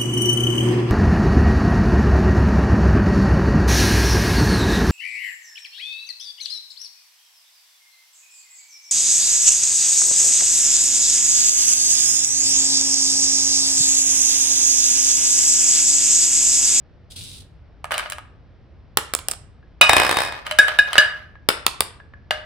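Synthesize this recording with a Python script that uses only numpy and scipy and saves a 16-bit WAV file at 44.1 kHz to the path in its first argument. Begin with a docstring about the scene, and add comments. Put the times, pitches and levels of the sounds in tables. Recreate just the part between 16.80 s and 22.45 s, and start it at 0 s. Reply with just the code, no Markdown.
"""Hollow plastic toys slide over artificial turf, then scrape and tap a glass bowl as they are picked out.
At about 2 s they are knocked together; at 3 s they drop back, bounce and rock, and the glass rings.
More taps and firm blows on the bowl follow, then three more clacks near 5 s and a last blow at 5.5 s.
Now and then a finger brushes the rim. Throughout, a small room rumbles softly and echoes,
and the loudest blows overload the close microphone."""
import sys
import numpy as np
from scipy import signal
from scipy.fft import rfft, irfft, next_fast_len
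from scipy.io import wavfile
from scipy.ndimage import uniform_filter1d, minimum_filter1d, map_coordinates

SR = 44100
rng = np.random.default_rng(int(sys.argv[2]) if len(sys.argv) > 2 else 0)


def wav_out(sig):
    """Save sig, one row per channel (or a flat mono array), as 16-bit PCM at SR to the path in sys.argv[1]."""
    wavfile.write(sys.argv[1], SR, np.round(np.clip(np.atleast_2d(sig).T, -1, 1) * 32767).astype(np.int16))


N = 249165
HIT_SIZE = 4096  # samples in one knock

# The tones of the bowl's rim, wall and base: (pitch [Hz], level [dB], t60 [s]).
# A t60 is the time a sound takes to fade by 60 dB.
RIM = [(1526, -10.5, 0.088), (1657, -0.5, 0.097), (1697, -3, 0.021), (1720, -6, 0.12)]
WALL = [(2498, 2, 0.058), (3008, -27, 0.25), (3720, 4, 0.036), (4800, -14.5, 0.13), (5210, -9, 0.067),
        (6370, -22.5, 0.06), (6400, -40, 0.031), (8020, -16.5, 0.051), (11800, -23, 0.071)]
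BASE = [(613, -16, 0.29), (1223, -20, 0.17), (2899.6, 6, 0.025), (2992, -6.5, 0.013), (4050, -16.5, 0.059),
        (4780, -11, 0.05), (5920, -25, 0.085), (7500, -25.5, .07)]
# The tone colour of plastic knocking on glass, and of its bright snap: (frequency [Hz], level [dB])
ON_GLASS = [(100, -20), (300, -18.5), (480, -9), (620, -1), (950, -4), (1280, 0.5), (1800, -2.5),
            (2500, -5), (3000, -7.5), (3600, -9.5), (5400, -17), (9000, -35)]
SNAP = [(1500, -41), (4000, -21.5), (5200, -5.5), (6600, -8.5), (8000, 2.5), (11000, -2), (12800, -22.5),
        (15000, -1), (17000, -31)]


def bounces(body_t60=0.028, rim_db=-25, wall_db=-25, base_db=-30):
    """Dropped toys bounce, rock and chatter; with nothing pressed against it the glass rings on longer."""
    # colour of a dropped toy's knock, with the low thump of the overloaded microphone:
    # (frequency [Hz], level [dB])
    dropped = [(25, -22), (60, -3.5), (200, -11), (420, -4.5), (650, 2.5), (1180, 2.5), (1420, -3),
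               (1750, 1.5), (2500, -5.5), (3200, -7), (5000, -11.5), (9000, -40)]
    # the first blow's quick echo off the ceiling, then single bounces:
    # (time [s], knock [dB], snap relative to knock [dB])
    echo_and_bounces = [(3.0271, -9, -17), (3.0938, 6, -10), (3.1319, 0.5, -8.5), (3.166, 1.5, -9),
                        (3.1817, -4, -15.5), (3.523, -18.5, -15.5)]
    # landings that set a toy rocking: (time [s], first knock [dB], snap relative to knock [dB])
    landings = [(3.1992, -1.5, -10.5), (3.2925, -6.5, -10.5), (3.3691, -5.5, -10)]
    settling = strokes([(3.19, 0.39, -27.5)], attack_s=.17, sag_db_per_s=27, release_s=.3)
    out = judder(dropped, per_second=420, snap_db=-22) * settling
    rocks = [touch for landing in landings for touch in rocking(*landing)]
    for s, db, snap_db in echo_and_bounces + rocks:
        rim = amp(rim_db) * ring(RIM, sustain=5)
        wall = amp(wall_db) * ring(WALL, scatter_db=4, sustain=5)
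        base = amp(base_db) * ring(BASE, sustain=2.5)
        add(out, s, contact(dropped, body_t60, db, snap_db))
        add(out, s, amp(db) * (rim + wall + base))
    return in_room(out, wet_db=-8)


def rocking(s, db, snap_db, count=8, first_swing_s=.0178, shrink=.94, loss_db=2.5):
    """The touches of a rocking toy: ever faster and weaker, and uneven because the toy is lopsided."""
    jitter_s, scatter_db = .0012, 3
    touches = [(s, db, snap_db)]
    for k, (late, strong, bright) in enumerate(rng.uniform(-0.88, 1, (count, 3))):
        s += first_swing_s * shrink ** k
        knock_db = db - loss_db * (k + 1) + scatter_db * strong
        touches.append((s + jitter_s * late, knock_db, snap_db + scatter_db * bright))
    return touches


def strikes(body_t60=.026, dulling=0.15):
    """Firm blows on the bowl; where it is hit decides which tones of its wall and base ring most."""
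    # blows: (time [s], knock [dB], snap relative to knock [dB], rim [dB], wall [dB],
    # favoured pitch [Hz], base [dB], lingering tones relative to wall [dB])
    blows = [(3.0119, 6.5, -8, -12.5, 0, 2686, 3, -1), (3.787, -1.5, -4.5, 4, -5, 3820, -8.5, -22),
             (3.9876, -10, -6.5, 0, -8, 3520, -8, -24), (4.1804, 1, -9.5, 3, -4, 4222, 5, -22),
             (5.508, -6.5, -16, -18, -30, 1200, -7.5, -17)]
    out = np.zeros((2, N))
    for s, db, snap_db, rim_db, wall_db, centre_hz, base_db, linger_db in blows:
        wall = split_ring(favouring(WALL, centre_hz, falloff_db=14), twin_db=linger_db)
        base = split_ring(favouring(BASE, centre_hz, falloff_db=3), twin_db=-18.5)
        glass = amp(rim_db) * split_ring(RIM) + amp(wall_db) * wall + amp(base_db) * base
        add(out, s, in_room(glass, wet_db=-12, onset_s=0.0024))
        # a gentle touch lasts longer than a hard blow, so it has less treble
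        treble_db_per_octave = dulling * min(db, 0)
        body = [(hz, level + treble_db_per_octave * max(np.log2(hz / 1600), 0))
                for hz, level in ON_GLASS]
        add(out, s, in_room(contact(body, body_t60, db, snap_db), wet_db=-8))
    return out


def clacks(gain_db=3, body_t60=0.016, hollow_db=-6, hollow_t60=0.019, echo_s=.0142):
    """Two toys knock together close to the microphone; the fingers damp their hollow shells."""
    # toy against toy: (time [s], knock [dB], snap relative to knock [dB], shell pitch [Hz],
    # left relative to right [dB])
    knocks = [(2.172, -4, -0.5, 830, -2), (2.337, -14, -2.5, 1070, -2.5), (2.35, -19, 8.5, 1240, -4.5),
              (2.389, -25.5, -15, 1060, -3), (2.485, -18, 6, 789, -2.5), (2.513, -25, 10, 1250, -4.5),
              (2.518, -28, 6, 1260, -1), (2.535, -29, -10, 741, 0), (4.688, 1.5, -7.5, 1390, -0.5),
              (4.865, -4, -3, 1320, -3.5), (5.006, -5.5, -2, 1250, -0.5)]
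    # colour of the knock: (frequency [Hz], level [dB])
    shell = [(100, -13), (250, -6.5), (480, -0.5), (800, -4), (1300, 1.5), (2000, -6), (2750, -6),
             (3600, -3.5), (5200, -4), (6500, -33), (9000, -13)]
    # higher tones of a held shell: (pitch [Hz], level [dB], t60 [s])
    overtones = [(2290, -6, .02), (2743, 1, 0.013), (3577, 1, 0.014), (5010, -15, 0.0098)]
    out = np.zeros((2, N))
    for s, db, snap_db, hollow_hz, pan_db in knocks:
        tones = [(hollow_hz, 0, hollow_t60)] + overtones
        hollow = amp(db + hollow_db) * ring(tones, scatter_db=-1)[:, :HIT_SIZE]
        knock = contact(shell, body_t60, db, snap_db, snap_t60=0.0027)
        clack = amp(gain_db) * (knock + hollow) * amp([[pan_db / 2], [-pan_db / 2]])
        add(out, s, in_room(clack, wet_db=-13))
        # a nearby wall sends the clack back, quieter and duller
        add(out, s + echo_s, coloured(clack, [(2500, -13), (9000, -28)]))
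    return out


def nudges(body_t60=0.013, knock_db=-3, toy_db=-2, rim_db=-20, base_db_per_octave=-3):
    """Gripped toys scrape and tap the bottom of the bowl; their shells and the glass ring briefly."""
    # toys dragged over the glass: (time [s], length [s], level [dB])
    drags = [(1.12, 0.092, -25.5), (3.66, 0.19, -35), (3.88, 0.046, -29), (4.08, 0.053, -31),
             (4.165, 0.074, -27.5), (4.37, 0.0073, -49.5)]
    # toys tipped on the glass: (time [s], level [dB], relative snap [dB], relative base ring [dB],
    # favoured shell pitch [Hz])
    taps = [(1.043, -14.5, -15, -30, 900), (1.1081, -14.5, -19, -28, 1100), (1.119, -9.5, -10, -15.5, 1260),
            (1.1411, -15, -8.5, -2, 3050), (1.1794, -11, -4.5, -22, 2390), (1.195, -12.5, -15, -12, 1810),
            (1.259, -19.5, -35, -8.5, 1720), (1.2996, -23, 2, -20, 3500), (1.3213, -14, -8, -12, 2200),
            (1.383, -21.5, -15.5, -31, 1100), (3.666, -15, -13.5, -9, 1650),
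            (3.7115, -9.5, -11.5, -7.5, 2990), (3.882, -6.5, -17.5, -12, 2195),
            (4.131, -9, -10.5, -13.5, 2800), (4.155, -4.5, -26.5, -37.5, 882),
            (4.166, -12, -29.5, -23.5, 850)]
    # tones of a loosely held shell: (pitch [Hz], level [dB], t60 [s])
    toy_tones = [(888, -2.5, 0.012), (1246, -7, 0.054), (1604, 6, 0.013), (3054, -7.5, 0.048),
                 (4040, -12, 0.053), (4800, -16, 0.087)]
    scrape = judder(ON_GLASS, per_second=1400, snap_db=-25)
    out = scrape * strokes(drags, attack_s=.012, sag_db_per_s=77, release_s=0.79)
    base = [(hz, db + base_db_per_octave * np.log2(hz / 1600), t60) for hz, db, t60 in BASE]
    # each tipped toy falls back with a second, softer tap
    rebound_s, rebound_db = .0075, -9.5
    rebounds = [(s + rebound_s * (1 + rng.random() / 2), db + rebound_db, *rest)
                for s, db, *rest in taps]
    for s, db, snap_db, base_db, centre_hz in taps + rebounds:
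        body = favouring(ON_GLASS, centre_hz, falloff_db=4)
        shell = favouring(toy_tones, centre_hz, falloff_db=9)
        add(out, s, contact(body, body_t60, db + knock_db, snap_db - knock_db, snap_t60=0.013))
        add(out, s, amp(db + toy_db) * ring(shell, scatter_db=3))
        add(out, s, amp(db + rim_db) * ring(RIM))
        add(out, s, amp(db + base_db) * ring(base, scatter_db=3))
    return in_room(out, wet_db=-11)


def brushes(knock_db=3, body_t60=.026, dull_db=-18):
    """A soft finger on the rim makes a dull tap and a faint ring."""
    # finger touches: (time [s], ring level [dB])
    touches = [(2.827, -50.5), (4.554, -38.5), (5.2, -37.5), (5.336, -37)]
    out = np.zeros((2, N))
    for s, db in touches:
        add(out, s, amp(db) * ring(RIM, sustain=0.87))
        tap = contact(ON_GLASS, body_t60, db + knock_db, snap_db=-32)
        add(out, s, coloured(tap, [(1600, 0.002), (6000, dull_db)]))
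    return in_room(out, wet_db=-11)


def turf(rumble_db=-5, rumble_hz=95):
    """Plastic grass flicks against the sliding toys; the table below rumbles and settles more slowly."""
    # pushes over the turf: (time [s], length [s], level [dB])
    slides = [(0.31, 0.013, -41.5), (0.365, 0.22, -37), (0.605, 0.0061, -51)]
    # colour of the flicking blades: (frequency [Hz], level [dB])
    blade_colour = [(880, -55), (1500, -25), (1740, -31), (2740, -14), (3770, -7), (6560, -19), (9470, -12),
                    (11700, -24), (12600, -52.5), (13700, -20), (16000, -32)]
    table_colour = [(rumble_hz / 2, -25), (rumble_hz, 0), (rumble_hz * 2, -14), (1000, -50)]
    blades = unit(coloured(ticks(per_second=3000), blade_colour))
    blades *= strokes(slides, attack_s=.01, sag_db_per_s=34.5, release_s=.13)
    table = unit(coloured(stereo_noise(N, apart=0.33), table_colour))
    table *= strokes(slides, attack_s=.01, sag_db_per_s=34.5, release_s=0.65)
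    return in_room(blades + amp(rumble_db) * table, wet_db=-11)


def in_room(x, wet_db, onset_s=0.00057):
    """The sound plus the room's wash of echoes, at level wet_db; the treble dies first."""
    # how long the room echoes: (frequency [Hz], t60 [s])
    echo_times = [(150, 0.3), (600, 0.46), (1600, 0.52), (4000, 0.36), (9000, 0.28), (15000, 0.11)]
    hz, t, bands = signal.stft(stereo_noise(SR // 2, apart=0.58), SR, nperseg=256)
    bands = bands * fade(t, along(echo_times, hz)[:, None])
    tail = signal.istft(bands, SR, nperseg=256)[1]
    tail_t = np.arange(tail.shape[1]) / SR
    tail *= 1 - np.exp(-(tail_t / onset_s) ** 2)
    out = amp(wet_db) * signal.fftconvolve(x, tail / np.linalg.norm(tail[0]), axes=1)
    add(out, 0, x)
    return out[:, :N]


def hush(db=-47):
    """The steady low rumble of the room."""
    # colour of the rumble: (frequency [Hz], level [dB])
    rumble_colour = [(12, -50), (20, -15), (70, -0.5), (137, -10), (175, -15.5), (315, -21.5), (390, -23.5),
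                     (568, -24.5), (919, -32), (1750, -35), (2050, -37.5), (5520, -49), (6480, -63.5),
                     (12000, -88.5), (15600, -111), (22000, -120)]
    return amp(db) * unit(coloured(stereo_noise(N, apart=0.41), rumble_colour))


def contact(body, body_t60, db, snap_db, snap_t60=0.02):
    """One touch of hard plastic: a hollow knock and a short, bright snap."""
    knock = burst(body, body_t60, apart=0.45)
    snap = burst(SNAP, snap_t60, apart=0.7)
    return amp(db) * (knock + amp(snap_db) * snap)


def burst(colour, t60, apart, rise_s=0.0003, span_s=0.00075):
    """A shell's many crowded tones dying fast, with as much energy as level 1 held for span_s."""
    t = np.arange(HIT_SIZE) / SR
    envelope = fade(t, t60) * (1 - np.exp(-t / rise_s))
    # a brief hit sets off all tones, each a little more or less depending on the spot
    drive = rfft(stereo_noise(HIT_SIZE, apart) * envelope)
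    tones = irfft(drive / np.sqrt(abs(drive) + 1e-12))
    return unit(coloured(tones * np.sqrt(envelope), colour)) * np.sqrt(span_s * SR / HIT_SIZE)


def ring(tones, scatter_db=1, sustain=1, rise_s=0.0019, skew_hz=2200):
    """Fading pure tones; the higher ones reach the microphone's two sides further out of step."""
    t = np.arange(SR // 2) / SR
    hz, db, t60 = np.transpose(tones)[:, :, None]
    size, phase, skew = rng.uniform(-1.07, 1, (3, len(tones), 1))
    decay = fade(t, np.minimum(t60 * sustain, .5))
    envelope = amp(db + scatter_db * size) * decay * (1 - np.exp(-t / rise_s))
    angle = 2 * np.pi * (hz * t + phase)
    lead = skew * np.minimum(hz / skew_hz, 1)
    return np.array([np.sum(envelope * np.sin(angle + side * lead), axis=0) for side in (1, -1)])


def split_ring(tones, twin_db=-17, sustain=3.3, detune=.005, waver_db=3.5, waver_per_s=70):
    """The bowl is not quite round: each tone has a weak, wavering twin that the toy does not damp."""
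    # a twin is slightly higher than its tone, so the two throb together
    twins = [(hz * (1 + detune), db + twin_db, t60) for hz, db, t60 in tones]
    waver = map_coordinates(rng.standard_normal(waver_per_s), [np.arange(SR // 2) * waver_per_s / SR])
    return ring(tones) + ring(twins, sustain=sustain) * amp(waver_db * waver)


def favouring(rows, centre_hz, falloff_db):
    """The same tones or colour, weaker by falloff_db for each octave away from centre_hz."""
    return [(hz, db - falloff_db * abs(np.log2(hz / centre_hz)), *rest) for hz, db, *rest in rows]


def judder(body, per_second, snap_db):
    """A fast run of tiny touches of plastic on glass, at an average level of 1."""
    touches = ticks(per_second)
    knocks = unit(coloured(touches, body))
    snaps = unit(coloured(touches, SNAP))
    return unit(knocks + amp(snap_db) * snaps)


def ticks(per_second):
    """Tiny clicks of uneven size at random times."""
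    return (rng.random(N) < per_second / SR) * np.tanh(stereo_noise(N, apart=0.88))


def strokes(moves, attack_s, sag_db_per_s, release_s):
    """Volume curve of (time [s], length [s], level [dB]) moves: each swells, sags as it slows, fades."""
    gain = np.zeros(N)
    for s, length, db in moves:
        t = np.arange(N) / SR - s
        swell = np.clip(1 + t / attack_s, 0, 1)
        sag = amp(db - sag_db_per_s * np.maximum(t, 0))
        gain += swell * sag * fade(np.maximum(t - length, 0), release_s)
    return gain


def stereo_noise(size, apart):
    """Left and right noise; the larger apart is, the more the two sides differ."""
    mid, side = rng.standard_normal((2, size))
    return np.array([mid + apart * side, mid - apart * side]) / np.hypot(1, apart)


def coloured(x, colour):
    """Filter a sound to give it a tone colour of (frequency [Hz], level [dB]) points."""
    n = x.shape[-1]
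    size = 2 * next_fast_len(n)
    gain = amp(along(colour, np.fft.rfftfreq(size, 1 / SR)))
    # folding the cepstrum makes the filter ring only after a hit, never before it
    cepstrum = irfft(np.log(gain))
    cepstrum[1:size // 2] *= 2
    cepstrum[size // 2 + 1:] = 0
    return irfft(rfft(x, size) * np.exp(rfft(cepstrum)))[..., :n]


def along(points, hz):
    """Read between (frequency [Hz], value) points, on a scale of octaves."""
    point_hz, values = np.transpose(points)
    return np.interp(np.log(hz + 1), np.log(point_hz + 1), values)


def fade(t, t60):
    """A smooth fall of 60 dB every t60 seconds."""
    return np.exp(-np.log(1000) * t / t60)


def amp(db):
    """Turn decibels into a gain."""
    return 10 ** (np.asarray(db) / 20)


def unit(x):
    """Scale a sound to an average (rms) level of 1."""
    return x / np.sqrt(np.mean(x ** 2) + 1e-20)


def add(track, s, sound):
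    """Mix a sound into the track, starting at s seconds."""
    part = track[:, round(s * SR):][:, :sound.shape[-1]]
    part += sound[..., :part.shape[-1]]


def scene():
    """Everything happens a little to the right, so the left side hears it one sample later."""
    left, right = clacks() + nudges() + bounces() + strikes() + brushes() + turf() + hush()
    left = np.pad(left, (1, 0))[:N]
    return np.array([left, right])


def record(dry):
    """A fast limiter turns down the loudest blows, what is still too loud clips, and top treble is cut."""
    limit_db, hold_s, top_hz = 7, 0.00061, 16300
    hold = round(hold_s * SR)
    needed_gain = 1 / np.maximum(abs(dry).max(axis=0) / amp(limit_db), 1)
    smooth_gain = uniform_filter1d(minimum_filter1d(needed_gain, hold), hold)
    clipped = np.clip(dry * smooth_gain, -1, 1)
    low_pass = 1 / (1 + (np.fft.rfftfreq(N, 1 / SR) / top_hz) ** 90)
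    return irfft(rfft(clipped) * low_pass, N)


dry = scene()
out = record(dry)
wav_out(out)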